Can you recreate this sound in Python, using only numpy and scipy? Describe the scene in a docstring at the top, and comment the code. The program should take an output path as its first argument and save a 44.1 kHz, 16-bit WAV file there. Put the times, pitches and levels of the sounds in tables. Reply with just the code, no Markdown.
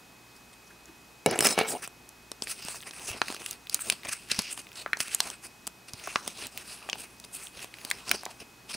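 """A quiet room, with a wavering low hum and a steady thin whine over smooth broadband noise.
Fingers shift on a hollow plastic toy, which is set down and pushed along a table: impacts excite the modes of
its shell, friction drags scrape and hum from it. Then fingers unroll a stiff paper sheet: buckling creases snap
and ring, skin and paper slide in hissing strokes made of many tiny slips, and the flopping sheet pushes air.
Small ticks sound throughout, and sparse dull echoes follow the near sources."""
import sys
import numpy as np
from scipy import signal
from scipy.io import wavfile
from scipy.ndimage import uniform_filter1d

SR = 44100
rng = np.random.default_rng(int(sys.argv[2]) if len(sys.argv) > 2 else 0)


def digitize_waveform(pressure):
    """Quantize a signal to 16-bit integers and store it at the path in sys.argv[1].

    Rows of a 2-D input are taken as channels; values are limited to [-1, 1].
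    """
    field = np.atleast_2d(pressure).T
    bounded = np.clip(field, -1, 1)
    quanta = np.round(bounded * 32767).astype(np.int16)
    wavfile.write(sys.argv[1], SR, quanta)


N = 386316  # length in samples


def gain_of(db):
    """Decibel law: 20 dB is a factor of ten in amplitude."""
    return 10 ** (np.asarray(db) / 20)


def evened(x):
    """Normalisation to an rms of 1."""
    return x / np.sqrt(np.mean(x ** 2) + 1e-20)


def peaked(x):
    """Normalisation to a peak of 1."""
    return x / abs(x).max()


def add(mix, start_s, sound):
    """Superposition: the sound is added in place, cut at the end of the mix."""
    part = mix[round(start_s * SR):][:len(sound)]
    part += sound[:len(part)]


def bandpassed(x, order, edges_hz):
    """Band-pass filtering: only the part between two edges passes."""
    return signal.sosfilt(signal.butter(order, edges_hz, "bandpass", output="sos", fs=SR), x)


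def read(points, hz):
    """Interpolation of a spectrum along a logarithmic frequency axis."""
    point_hz, value = np.transpose(points)
    return np.interp(np.log(hz + 1), np.log(point_hz + 1), value)


def colour(points):
    """Minimum phase: the Hilbert transform of the log spectrum gives a causal filter, here of energy 1."""
    hz = abs(np.fft.fftfreq(4096, 1 / SR))
    end = (points[-1][0] * 1.01, -90)  # the spectrum stops above its last point
    log_gain = np.log(gain_of(np.maximum(read(points + [end], hz), -90)))
    phase = -signal.hilbert(log_gain).imag
    taps = np.fft.ifft(np.exp(log_gain + 1j * phase)).real[:2048]
    return taps / np.linalg.norm(taps)


# spectrum of the room noise: pitch_hz [Hz], level_db [relative dB per Hz]
AIR_SPECTRUM = [(15, -43), (25, -18), (50, 0), (96, -4), (186, 4), (400, 2), (520, -4), (770, 0),
                (1700, -5), (2100, -5.5), (2900, -8.5), (5500, -9), (9300, -13.5), (15700, -17.5)]
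# correlation of the room noise between left and right: pitch_hz [Hz], likeness [-1 to 1]
AIR_LIKENESS = [(60, 0.94), (180, 0.97), (550, 0.63), (1650, 0.72), (4970, 0.95), (15000, 1.0)]
# hum and whine: pitch_hz [Hz], level_db [dB rms]; the hum wavers about its level
TONES = [(59.2, -71.5), (118.4, -70), (2530, -63.5)]
AIR_DB = -55  # rms


def air():
    """Partial coherence: the channels share some of the room noise; a wavering hum and a steady whine join it."""
    frames, hz = N // 512 + 5, np.fft.rfftfreq(2048, 1 / SR)
    a, b, c, d = rng.standard_normal((frames, 1025, 4)).T
    left, other = a + 1j * b, c + 1j * d
    same = np.clip(read(AIR_LIKENESS, hz), -1, 1)[:, None]
    right = same * left + np.sqrt(1 - same ** 2) * other
    spectra = np.array([left, right]) * gain_of(read(AIR_SPECTRUM + [(15850, -80)], hz)[:, None])
    out = gain_of(AIR_DB) * evened(signal.istft(spectra, nperseg=2048, noverlap=1536)[1][:, :N])
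    t = np.arange(N) / SR
    for pitch_hz, level_db in TONES:
        waver = evened(uniform_filter1d(rng.standard_normal(N), size=6000))
        waver_db = 2.3 * waver * (pitch_hz < 500)  # only the hum wavers
        tone = np.sin(2 * np.pi * (pitch_hz * t + rng.random()))
        out += np.sqrt(2) * gain_of(level_db + waver_db) * tone
    return out


def friction(per_s, spread_db, flutter_db, flutter_s, patchy_db):
    """Stick-slip: tiny uneven slips come in clumps; their colour drifts in patches as the contact moves."""
    clumps = evened(uniform_filter1d(rng.standard_normal(N), size=max(2, int(flutter_s * SR))))
    sizes = gain_of(spread_db * np.minimum(rng.exponential(1, N), 6) + flutter_db * clumps)
    slips = sizes * rng.standard_normal(N) * (rng.random(N) < per_s / SR)
    spectra = signal.stft(slips, nperseg=256)[2]
    patches = rng.standard_normal(spectra.shape[::-1]).T
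    for _ in range(2):
        patches = uniform_filter1d(uniform_filter1d(patches, size=4, axis=0), size=9, axis=1)
    drift = uniform_filter1d(uniform_filter1d(patches, size=10, axis=0), size=30, axis=1)  # broad, slow
    spectra = spectra * gain_of(patchy_db * (evened(patches) + evened(drift)))
    return evened(signal.istft(spectra, nperseg=256)[1][:N])


def toy_friction():
    """Stick-slip of the toy's plastic surface."""
    return friction(per_s=24000.0, spread_db=2.5, flutter_db=2.5, flutter_s=0.005, patchy_db=2.5)


def slide(rows, slips, bodies, edge_db, fade_db_per_s, linger_db, pitch_share):
    """Source and filter: slips swell, stop and linger faintly; a narrow resonance at the row's pitch colours them."""
    out, t = np.zeros(N), np.arange(N) / SR
    for middle, rise, fall, hz, *dbs in rows:
        first = max(0, int((middle - rise - .2) * SR))
        part = slice(first, int((middle + fall + .2) * SR))
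        now = t[part]
        place = (now - middle) / np.where(now < middle, rise, fall)  # -1 at the start, 1 at the end
        past = np.maximum(np.maximum(middle - rise - now, now - middle - fall), 0)  # s outside the stroke
        swell = gain_of(-edge_db * np.minimum(abs(place) ** 2.22, 1) - fade_db_per_s * past)
        shape = swell + gain_of(linger_db - np.where(place < 0, 600., 80.) * past)
        layers = []
        for db, slip, body in zip(dbs, slips, bodies):
            shaped = shape * slip[part]
            level = gain_of(db) * np.linalg.norm(shape) / np.linalg.norm(shaped)
            layers.append(signal.oaconvolve(level * shaped, body)[:len(past)])
        rustle, hiss, low = layers
        pitched = signal.lfilter(*signal.butter(1, [hz / 1.08, hz * 1.104], "bandpass", fs=SR), rustle)
        mixed = (1 - pitch_share) * rustle + pitch_share * pitched * np.std(rustle) / np.std(pitched)
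        add(out, first / SR, mixed * np.std(rustle) / np.std(mixed) + hiss + low)
    return out


# modes of the shell (below 4500 Hz) and its small parts (above): pitch_hz [Hz], level_db [relative dB], t60_s [s]
TOY_MODES = [(336, -13, 0.68), (442, -5, 0.33), (473, -3.5, 0.18), (512, 5, 0.12), (580, -2.5, 0.08),
             (679, -2.5, 0.089), (785, 18, 0.013), (1293, 3.5, 0.031), (1700, -1, 0.024),
             (2250, 4.5, 0.047), (2800, 0.5, 0.026), (3845, -4.5, 0.041), (5195, 0, 0.066),
             (5700, 8, 0.0077), (7150, -8, 0.04), (7850, -9, 0.04), (8340, -7, 0.04), (9500, -13, 0.019)]


def toy_modes(t):
    """Modal decay: every mode is a damped sine; also tells which modes belong to the small parts."""
    modes = [gain_of(db - 60 * t / t60) * np.sin(2 * np.pi * hz * t) for hz, db, t60 in TOY_MODES]
    small = [hz > 4500 for hz, db, t60 in TOY_MODES]
    return np.array(modes), np.array(small)


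# spectrum of plastic scraping: pitch_hz [Hz], level_db [relative dB per Hz]
SCRAPE = [(710, -21), (1250, -1), (2210, -4), (2570, -1.5), (3000, -6.5), (3700, -7.5), (4700, -8),
          (6300, -10), (8000, -40)]
# spectrum of bright hiss, for the toy and the paper: pitch_hz [Hz], level_db [relative dB per Hz]
HISS = [(4500, -36), (6500, -11.5), (8500, 1), (10300, -4), (11500, -12), (12400, -17.5), (14500, -13),
        (15700, -14)]
# fingers on the lifted toy: middle_s [s], half_length_s [s], pitch_hz [Hz], scrape_db [dB], shell_hum_db [dB]
TOUCHES = [(0.365, 0.018, 5030, -57, -69), (0.535, 0.0088, 3530, -54.5, -72.5),
           (0.678, 0.013, 5940, -56.5, -76), (0.71, 0.011, 1700, -52.5, -77),
           (0.885, 0.022, 1600, -58, -52.5)]
TOUCH_HISS_DB, TOUCH_HISS_PER_OCTAVE = -4.5, 3.6  # over the scrape; low touches hiss less
RUSTLE_HZ = 2595  # narrow resonance shared by all paper strokes; the touches' hiss is set relative to its octave


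def touches():
    """Light damping: fingers shift on the toy held in the hand, where only its lowest mode hums."""
    t = np.arange(6000) / SR
    a, b = toy_friction(), toy_friction()
    free = toy_modes(t)[0][0] * gain_of(-60 * t / 0.088)
    bodies = colour(SCRAPE), colour(HISS), free / np.linalg.norm(free)
    rows = []
    for middle, half, hz, scrape_db, hum_db in TOUCHES:
        hiss_db = scrape_db + TOUCH_HISS_DB + TOUCH_HISS_PER_OCTAVE * np.log2(hz / RUSTLE_HZ / 2)
        rows.append((middle, half, half, hz, scrape_db, hiss_db, hum_db))
    return slide(rows, (a, a, b), bodies, edge_db=18.0, fade_db_per_s=520.0, linger_db=-33.0, pitch_share=0.96)


# edges and fingertips that let go: start_s [s, sounded 0.4 ms early], level_db [dB peak of pitched part], pitch_hz [Hz]
TICKS = [(.857, -39, 7800), (2.091, -34, 8800), (2.806, -33, 3000), (2.814, -38, 8000), (2.827, -33, 2500),
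         (2.996, -33.5, 2620), (3.872, -30, 4500), (4.034, -29.5, 2700), (4.071, -27, 2720),
         (6.956, -33, 900), (2.565, -39, 8000), (2.638, -36, 5200), (2.650, -28, 8500), (2.663, -42, 6500),
         (2.745, -33, 900), (2.821, -34, 8000), (2.833, -33.5, 2520), (2.935, -32.5, 2200),
         (3.671, -27.5, 2690), (4.3, -29, 2000), (4.503, -40, 4020), (4.617, -38, 8000),
         (4.669, -36.5, 2480), (4.69, -40, 4000), (4.718, -35, 2500), (4.73, -37, 5000), (4.757, -33, 4940),
         (4.878, -37, 1870), (5.311, -33, 9000), (5.468, -33, 7000), (5.998, -33, 2520), (6.074, -24, 875),
         (6.375, -35, 5000), (7.241, -34.5, 4500), (7.47, -29.5, 3540), (7.593, -33, 2190),
         (7.786, -33, 3200), (7.815, -34, 2900)]
TICK_S, TICK_OCTAVES, TICK_WIDE_DB = 0.0082, 1.06, -6  # t60 in s, width of the pitch, broad part over the peak


def ticks():
    """Impulsive release: short bursts of grit around a pitch, with a weaker broad click."""
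    out, t = np.zeros(N), np.arange(600) / SR
    for (start_s, level_db, hz), grit in zip(TICKS, rng.standard_normal((len(TICKS), len(t)))):
        burst = grit * gain_of(-60 * t / TICK_S)
        edges_hz = hz * 2 ** (TICK_OCTAVES * np.array([-.5, .5]))
        pitched = signal.lfilter(*signal.butter(2, edges_hz, "bandpass", fs=SR), burst)
        click = peaked(np.diff(burst, prepend=0))
        add(out, start_s - .0004, gain_of(level_db) * (peaked(pitched) + gain_of(TICK_WIDE_DB) * click))
    return out


# spectrum of a knock's bright tick: pitch_hz [Hz], level_db [relative dB per Hz]
CRACK = [(1500, 0), (2940, 3), (5000, -15), (7280, 4.5), (8560, 3), (11000, 1.5), (12300, -19), (14200, -8),
         (15700, -10), (16800, -40)]
# toy meets table: start_s [s], and peaks before the bass cut: knock_db [dB], tick_db [dB], rattle_db [dB]
KNOCKS = [(1.2612, -5, -11, -23.5), (1.311, -24, -18, -32), (1.358, -20.5, -27, -39),
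          (1.39, -27, -5.5, -41), (1.4067, -23, -6.5, -15), (1.425, -17, -20, -20), (1.447, -38, -31, -13),
          (1.453, -15.5, -18, -31), (1.458, -39, -27, -11), (1.465, -18, -27, -28), (1.469, -45, -6, -15),
          (1.488, -50, -38, -16), (1.507, -37, -28, -18), (1.525, -26, -40, -20), (1.578, -10, -35, -40),
          (1.589, -12, -10.5, -31), (1.612, -11.5, -42, -45), (1.876, -51, -23.5, -58)]


def knocks():
    """Impact excitation: each knock rings the shell, ticks, and rattles the small parts."""
    t = np.arange(6000) / SR
    modes, small = toy_modes(t)
    out, bright = np.zeros(N), colour(CRACK)
    spots = gain_of(2.5 * rng.standard_normal((len(KNOCKS), len(TOY_MODES))))  # each knock lands on another spot
    grits = rng.standard_normal((len(KNOCKS), 600))
    for (start_s, knock_db, tick_db, rattle_db), spot, grit in zip(KNOCKS, spots, grits):
        short = grit * gain_of(-60 * t[:600] / 0.0085)
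        long = grit * gain_of(-60 * t[:600] / 0.015)
        add(out, start_s, gain_of(knock_db) * peaked((spot * ~small) @ modes))
        add(out, start_s, gain_of(tick_db) * peaked(signal.oaconvolve(bright, short)))
        add(out, start_s, gain_of(rattle_db) * peaked(signal.oaconvolve((spot * small) @ modes, long)))
    return out


# base shoved along the table, level curves: time_s [s], scrape_db [dB], hiss_db [dB], shell_hum_db [dB]
DRAG = [(1.265, -56, -59, -21), (1.3, -37, -60, -35), (1.33, -31.5, -52, -25), (1.352, -40.5, -56, -41),
        (1.4, -46, -47, -28.5), (1.435, -35, -30, -28), (1.455, -22.5, -24, -29), (1.485, -33, -34, -34),
        (1.51, -32, -29, -29.5), (1.565, -42.5, -50.5, -35.5), (1.588, -24.5, -40, -23.5),
        (1.63, -39.5, -44, -27), (1.655, -43, -59, -28), (1.685, -34.5, -32, -34.5),
        (1.722, -33.5, -29, -37), (1.744, -46, -42, -32.5), (1.815, -56, -57, -52.5),
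        (1.828, -39.5, -42, -42.5), (1.842, -36.5, -37.5, -46), (1.868, -53, -51, -58)]


def drag():
    """Contact damping: scrape, hiss and hum swell and sink; pressed on the table, the shell is damped."""
    t = np.arange(6000) / SR
    modes, small = toy_modes(t)
    shell = ~small @ modes * gain_of(-60 * t / 0.029)
    a, b = toy_friction(), toy_friction()
    bodies = colour(SCRAPE), colour(HISS), shell / np.linalg.norm(shell)
    time_s, *dbs = np.transpose(DRAG)
    out, t = np.zeros(N), np.arange(N) / SR
    for db, slip, body in zip(dbs, (a, b, b), bodies):
        level = gain_of(np.interp(t, time_s, db, -120, -120))
        out += signal.oaconvolve(level * slip, body)[:N]
    return out


# creases that buckle: start_s [s, sounded 0.4 ms early], level_db [dB, reference of the parts],
# pitch_hz [Hz, ring of the patch], then over the reference: thud_db [dB], crack_db [dB], top_db [dB]
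SNAPS = [(2.317, -17, 8450, -13, -13.5, -31), (2.4223, -15, 4900, -11, -13, -29.5),
         (2.472, -19, 2270, -17, -30, -28), (2.6845, -21, 5770.0, -8, -6, -25),
         (2.91, -23, 4130, -15, -18, -33.6), (3.115, -26.5, 8560, -8.5, -8, -16),
         (3.217, -11, 4170, -33, -22, -38), (3.2173, -7, 1370, -9, -22, -44),
         (3.2832, -20, 2500, -17, -9.5, -22.8), (3.3026, -24, 2630.0, -3.5, -10, -19.1),
         (3.3251, -24.5, 8290.0, -4, -5, -23.2), (3.346, -26, 6330, -2.5, -2.5, -24.3),
         (3.3652, -26, 2710.0, -12, -18, -21.6), (3.419, -27, 2630.0, -9, -11.9, -27.8),
         (3.462, -18, 2900, -36, -6, -23), (3.5107, -19, 7900, -38, -1.5, -12),
         (3.5303, -24.5, 5300, -32, -22, -17), (3.697, -15, 4940, -27, -12, -17),
         (3.7448, -13, 6250, -20, 5, -5), (3.7922, -23, 1400, -28, -19, -24.0),
         (3.9, -3.5, 2500, -24, -6.5, -24), (3.9235, -23, 2700, -12.8, -7, -21),
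         (4.0506, -26.5, 1370, -18, -5, -23.7), (4.3158, -6, 5100, -25, -12.5, -36),
         (4.3456, -19.5, 2330, -28, -14, -24), (4.3912, -7, 5400, -15, -8, -34),
         (4.398, -19.5, 2500, -9, -17, -24), (4.42, -23, 5260, -17, -6, -26),
         (4.5766, -26, 2860.0, -5.5, -5, -33), (4.862, -10, 1350, -13.5, -104, -47.5),
         (4.9325, -3, 1650, -24.5, -28, -37), (4.9713, -25, 5900, -7, -7, -21),
         (5.004, -8, 3080, -15, -14, -38), (5.0818, -25.5, 7710.0, -7.5, -3, -24.2),
         (5.1472, -20, 8800, -12, 10, -11), (5.2037, -12.5, 900, -21, -1, -17),
         (5.2042, -2, 3900, -31.5, -13, -29), (5.3017, -19, 8900, -16, -11, -32),
         (5.6697, -16, 8400, -21, -15, -19), (5.675, -25, 2870, -5.5, 6.5, -6),
         (5.935, -23, 5340, -17, -9, -23), (6.0776, -28, 1250, -3, -32, -49),
         (6.1589, -9.5, 4720, -13.5, -41, -45), (6.1582, -4, 1210, -17, -38, -46.6),
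         (6.2777, -13, 9000, -12.5, -14, -18), (6.4688, -25, 8400.0, -32, -3, -8),
         (6.5758, -19, 2600, -34, -8, -9), (6.89, -19, 800, -16, -17, -35.1),
         (6.8985, -13.5, 3180, -30, -19, -25), (6.9305, -9, 2850, -19, -29, -43.6),
         (7.2, -31.5, 8800, -27.3, -1.5, -11), (7.6448, -26.5, 2630, -6, -4, -19.3),
         (7.7406, -24, 2180, -22, -18, -38), (7.85, -21.5, 4700, -12, -3, -12),
         (7.9025, -13.5, 8700, -53, -25, -18), (7.913, -7, 2010, -34, -10.5, -23),
         (8.094, -17.5, 4940, -35, -5, -20), (8.114, -4, 2290, -17.5, -7, -13),
         (8.234, -25.5, 744, -22, -10, -22.4), (8.254, -20, 5550, -36, -8.5, -23),
         (8.2635, -15, 790, -14, -68, -39.4)]
RING_DB, SNAP_DB = -7.5, -4.5  # over the reference
RING_S, RING_CYCLES = .004, 1.5  # t60 of the patch: seconds plus cycles of its pitch
SNAP_PER_CRACK = 0.15  # dull buckles snap less


def snaps():
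    """Buckling: a few quick jolts, heard from thud to thin crack, also ring the patch for some cycles."""
    out, t = np.zeros(N), np.arange(900) / SR
    noise = rng.standard_normal((len(SNAPS), 3, len(t)))
    start = 1 - np.exp(-t / 0.000089)
    for (start_s, level_db, hz, thud_db, crack_db, top_db), (push, jolts, grit) in zip(SNAPS, noise):
        ring = start * gain_of(-60 * t / (RING_S + RING_CYCLES / hz)) * np.sin(2 * np.pi * hz * t)
        # the ring carries little below its pitch
        ring = signal.lfilter(*signal.butter(2, hz / 1.5, "highpass", fs=SR), ring)
        thud = bandpassed(push * gain_of(-60 * t / 0.0097), 2, [150, 1300])
        # low rings go with dull snaps
        snap_hz = [np.clip(0.6 * hz, 900, 3000), np.clip(2.3 * hz, 2800, 7000)]
        snap = bandpassed(jolts * start * gain_of(-60 * t / 0.0098), 3, snap_hz)
        grit = grit * start * gain_of(-60 * (t / 0.0088) ** 1.06)
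        crack = bandpassed(grit, 4, [6500, 11500])
        top = bandpassed(grit, 4, [12500, 16500])
        dbs = RING_DB, thud_db, SNAP_DB + SNAP_PER_CRACK * crack_db, crack_db, top_db
        parts = ring, thud, snap, crack, top
        buckle = sum(gain_of(over) * peaked(part) for over, part in zip(dbs, parts))
        add(out, start_s - .0004, gain_of(level_db) * buckle)
    return out


TRAIL_DB, TRAIL_S, TRAIL_DB_PER_OCTAVE = -26, .24, -7  # level at 1500 Hz over the buckle, t60 in s, slope


def trails():
    """Residual vibration: after a buckle the patch quivers on, large patches more, a faint rough ring."""
    out, t = np.zeros(N), np.arange(6000) / SR
    for (start_s, level_db, hz, *_), shake in zip(SNAPS, rng.standard_normal((len(SNAPS), len(t)))):
        ring = signal.lfilter(*signal.butter(2, [hz / 1.2, hz * 1.22], "bandpass", fs=SR), shake)
        trail_db = level_db + TRAIL_DB + TRAIL_DB_PER_OCTAVE * np.log2(hz / 1500)
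        add(out, start_s, gain_of(trail_db - 60 * t / TRAIL_S) * peaked(ring))
    return out


def crackle(per_s, spread_db):
    """Random impulses: sparse tiny ticks of fibres and edges that let go."""
    sizes = gain_of(spread_db * np.minimum(rng.exponential(1, N), 4))
    return evened(sizes * rng.choice([-1., 1.], N) * (rng.random(N) < per_s / SR))


FLAP_DB, FLAP_FOLLOWS, FLAP_PER_HISS = -55, 0.5, -0.74  # at a -45.5 dB stroke; dB per dB of rustle, of hiss
STOP_SHORT = 0.067  # strokes swell longer than they fall


def stroke_row(middle, half, rustle_db, hiss_db):
    """Coupled radiation: the sheet flaps less under light, hissy strokes."""
    flap_db = FLAP_DB + FLAP_FOLLOWS * (rustle_db + 45.5) + FLAP_PER_HISS * hiss_db
    rise, fall = half * (1 + STOP_SHORT), half * (1 - STOP_SHORT)
    return middle, rise, fall, RUSTLE_HZ, rustle_db, rustle_db + hiss_db, flap_db


# spectra of the paper's rustle and of the flapping sheet: pitch_hz [Hz], level_db [relative dB per Hz]
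RUSTLE = [(700, -46.5), (1200, -2), (1900, -0.5), (2630, 0), (3500, -2.5), (5050, 3.5), (6800, -4.5),
          (8000, -64)]
FLAP = [(30, -19), (70, -10.5), (200, -7.5), (500, -6), (1000, -6.5), (1500, -10.5), (2500, -42)]
# fingers slide on the sheet: middle_s [s], half_length_s [s], rustle_db [dB], hiss_db [dB over the rustle]
STROKES = [(2.436, 0.018, -51, 7.5), (2.482, .013, -44.5, -2), (2.512, 0.02, -37, 1.5),
           (2.598, 0.0065, -46.5, -4), (2.626, 0.0036, -42.5, -3.5), (2.671, 0.024, -46, -5),
           (2.71, 0.033, -44.5, 0), (2.762, 0.028, -46.5, -1), (2.88, 0.021, -45, -3),
           (3.036, 0.094, -48.5, 0), (3.088, 0.015, -40, 2), (3.158, 0.062, -50, -8),
           (3.3, 0.078, -45.5, -3), (3.405, 0.014, -48, -5), (3.491, 0.075, -48, 0.5),
           (3.749, 0.035, -44, -2), (3.815, 0.015, -43.5, 8), (3.877, 0.044, -43.5, 0),
           (3.927, 0.011, -35, -6.5), (4.055, 0.011, -39.5, -10), (4.09, 0.0066, -36, 0),
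           (4.129, 0.0094, -35, 2.5), (4.317, 0.0046, -23.5, -7.5), (4.393, 0.0045, -29, -6.5),
           (4.527, 0.02, -46, 5.5), (4.593, 0.014, -43, -3), (4.794, 0.045, -45.5, -2.5),
           (5.009, 0.0081, -31, 0), (5.028, .014, -46, 2), (5.074, 0.017, -49.5, 1),
           (5.135, 0.025, -39.5, -3), (5.27, 0.079, -43.5, -3.5), (5.452, 0.023, -48.5, 1),
           (5.89, 0.012, -48, -5), (5.942, 0.0043, -50, -11), (6.107, 0.14, -46, -4.5),
           (6.29, 0.058, -47, -3.5), (6.421, 0.065, -43, -4), (6.593, 0.067, -50.5, -1.5),
           (6.727, 0.07, -47, -1), (6.903, 0.11, -55.5, -5), (7.004, 0.026, -46.5, 3.5),
           (7.041, 0.012, -46.5, -0.5), (7.248, 0.0074, -47, -2), (7.352, 0.025, -48, 7),
           (7.425, 0.072, -51.5, 4.5), (7.597, 0.056, -48.5, -7), (7.63, 0.015, -41.5, -2.5),
           (7.917, 0.16, -50, -4), (8.082, 0.016, -38.5, -9), (8.116, 0.018, -42, -9),
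           (8.145, 0.0074, -38.5, -12), (8.156, .01, -47, 4), (8.31, 0.011, -50, -1.5),
           (8.414, 0.02, -46.5, -9), (8.709, 0.019, -41.5, -4), (8.744, 0.012, -38.5, -3.5)]
FLUTTER_DB = 2.6  # unevenness of a stroke


def strokes():
    """Sliding friction with fine ticks: rustle and hiss share slips in part, the sheet flaps on its own."""
    a, b, c = (friction(per_s=25000., spread_db=2.0, flutter_db=FLUTTER_DB, flutter_s=0.006, patchy_db=2.0)
               for _ in range(3))
    fine = 0.4 * crackle(per_s=900., spread_db=3.)
    slips = evened(a + fine), -evened(a + .5 * b + fine), c
    bodies = colour(RUSTLE), colour(HISS), colour(FLAP)
    rows = [stroke_row(*row) for row in STROKES]
    return slide(rows, slips, bodies, edge_db=14.5, fade_db_per_s=1500., linger_db=-19.5, pitch_share=.3)


# the sheet flops over: start_s [s], pitch_hz [Hz], level_db [dB peak before the left-right balance]
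FLOPS = [(2.65, 203, -37), (3.105, 90, -37.5), (3.301, 272, -37), (4.387, 172, -28.5), (4.397, 152, -37),
         (5.002, 115, -43), (5.938, 112, -39), (8.107, 310, -34), (8.411, 150, -46), (8.75, 302, -37)]
FLOP_CYCLES = 1.28


def flops():
    """Air displacement: the whole sheet pushes a few soft low cycles of pressure."""
    out = np.zeros(N)
    for start_s, hz, level_db in FLOPS:
        turns = np.arange(0, 4 * FLOP_CYCLES, hz / SR)
        pulse = turns * np.exp(-4 * turns / FLOP_CYCLES) * np.sin(2 * np.pi * turns)
        add(out, start_s, gain_of(level_db) * peaked(pulse))
    return out


def room(x, t60, damp):
    """Reverberation: sparse echoes of random sign, duller than the source, unlike in the two channels."""
    t = np.arange(SR // 3) / SR
    echoes = rng.choice([-1., 1.], (2, len(t))) * (rng.random((2, len(t))) < .05)
    taps = echoes * (t > .002) * gain_of(-60 * t / t60)
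    taps = signal.lfilter([1], [1, -np.clip(damp, 0, .95)], taps)
    return signal.oaconvolve(x[None], taps / np.linalg.norm(taps[0]), axes=1)[:, :N]


def scene():
    """Superposition: near sources, their echoes, flops stronger on the right, and the room noise."""
    toy = touches() + knocks() + drag()
    plastic = signal.lfilter(*signal.butter(3, 140., "highpass", fs=SR), toy)  # the toy's sounds carry no deep bass
    near = plastic + ticks() + snaps() + trails() + strokes()
    echoes = gain_of(-18.5) * room(near, t60=0.093, damp=0.57)
    balance_db = [[-1.2], [1.2]]  # left, right
    return near + echoes + gain_of(balance_db) * flops() + air()


EDGE_HZ = 16900


def record(dry):
    """Band limiting: a linear-phase low-pass ends the spectrum near EDGE_HZ."""
    taps = signal.firwin(511, EDGE_HZ, window=("kaiser", 9), fs=SR)
    return signal.oaconvolve(dry, taps[None], "same")


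dry = scene()
out = record(dry)
digitize_waveform(out)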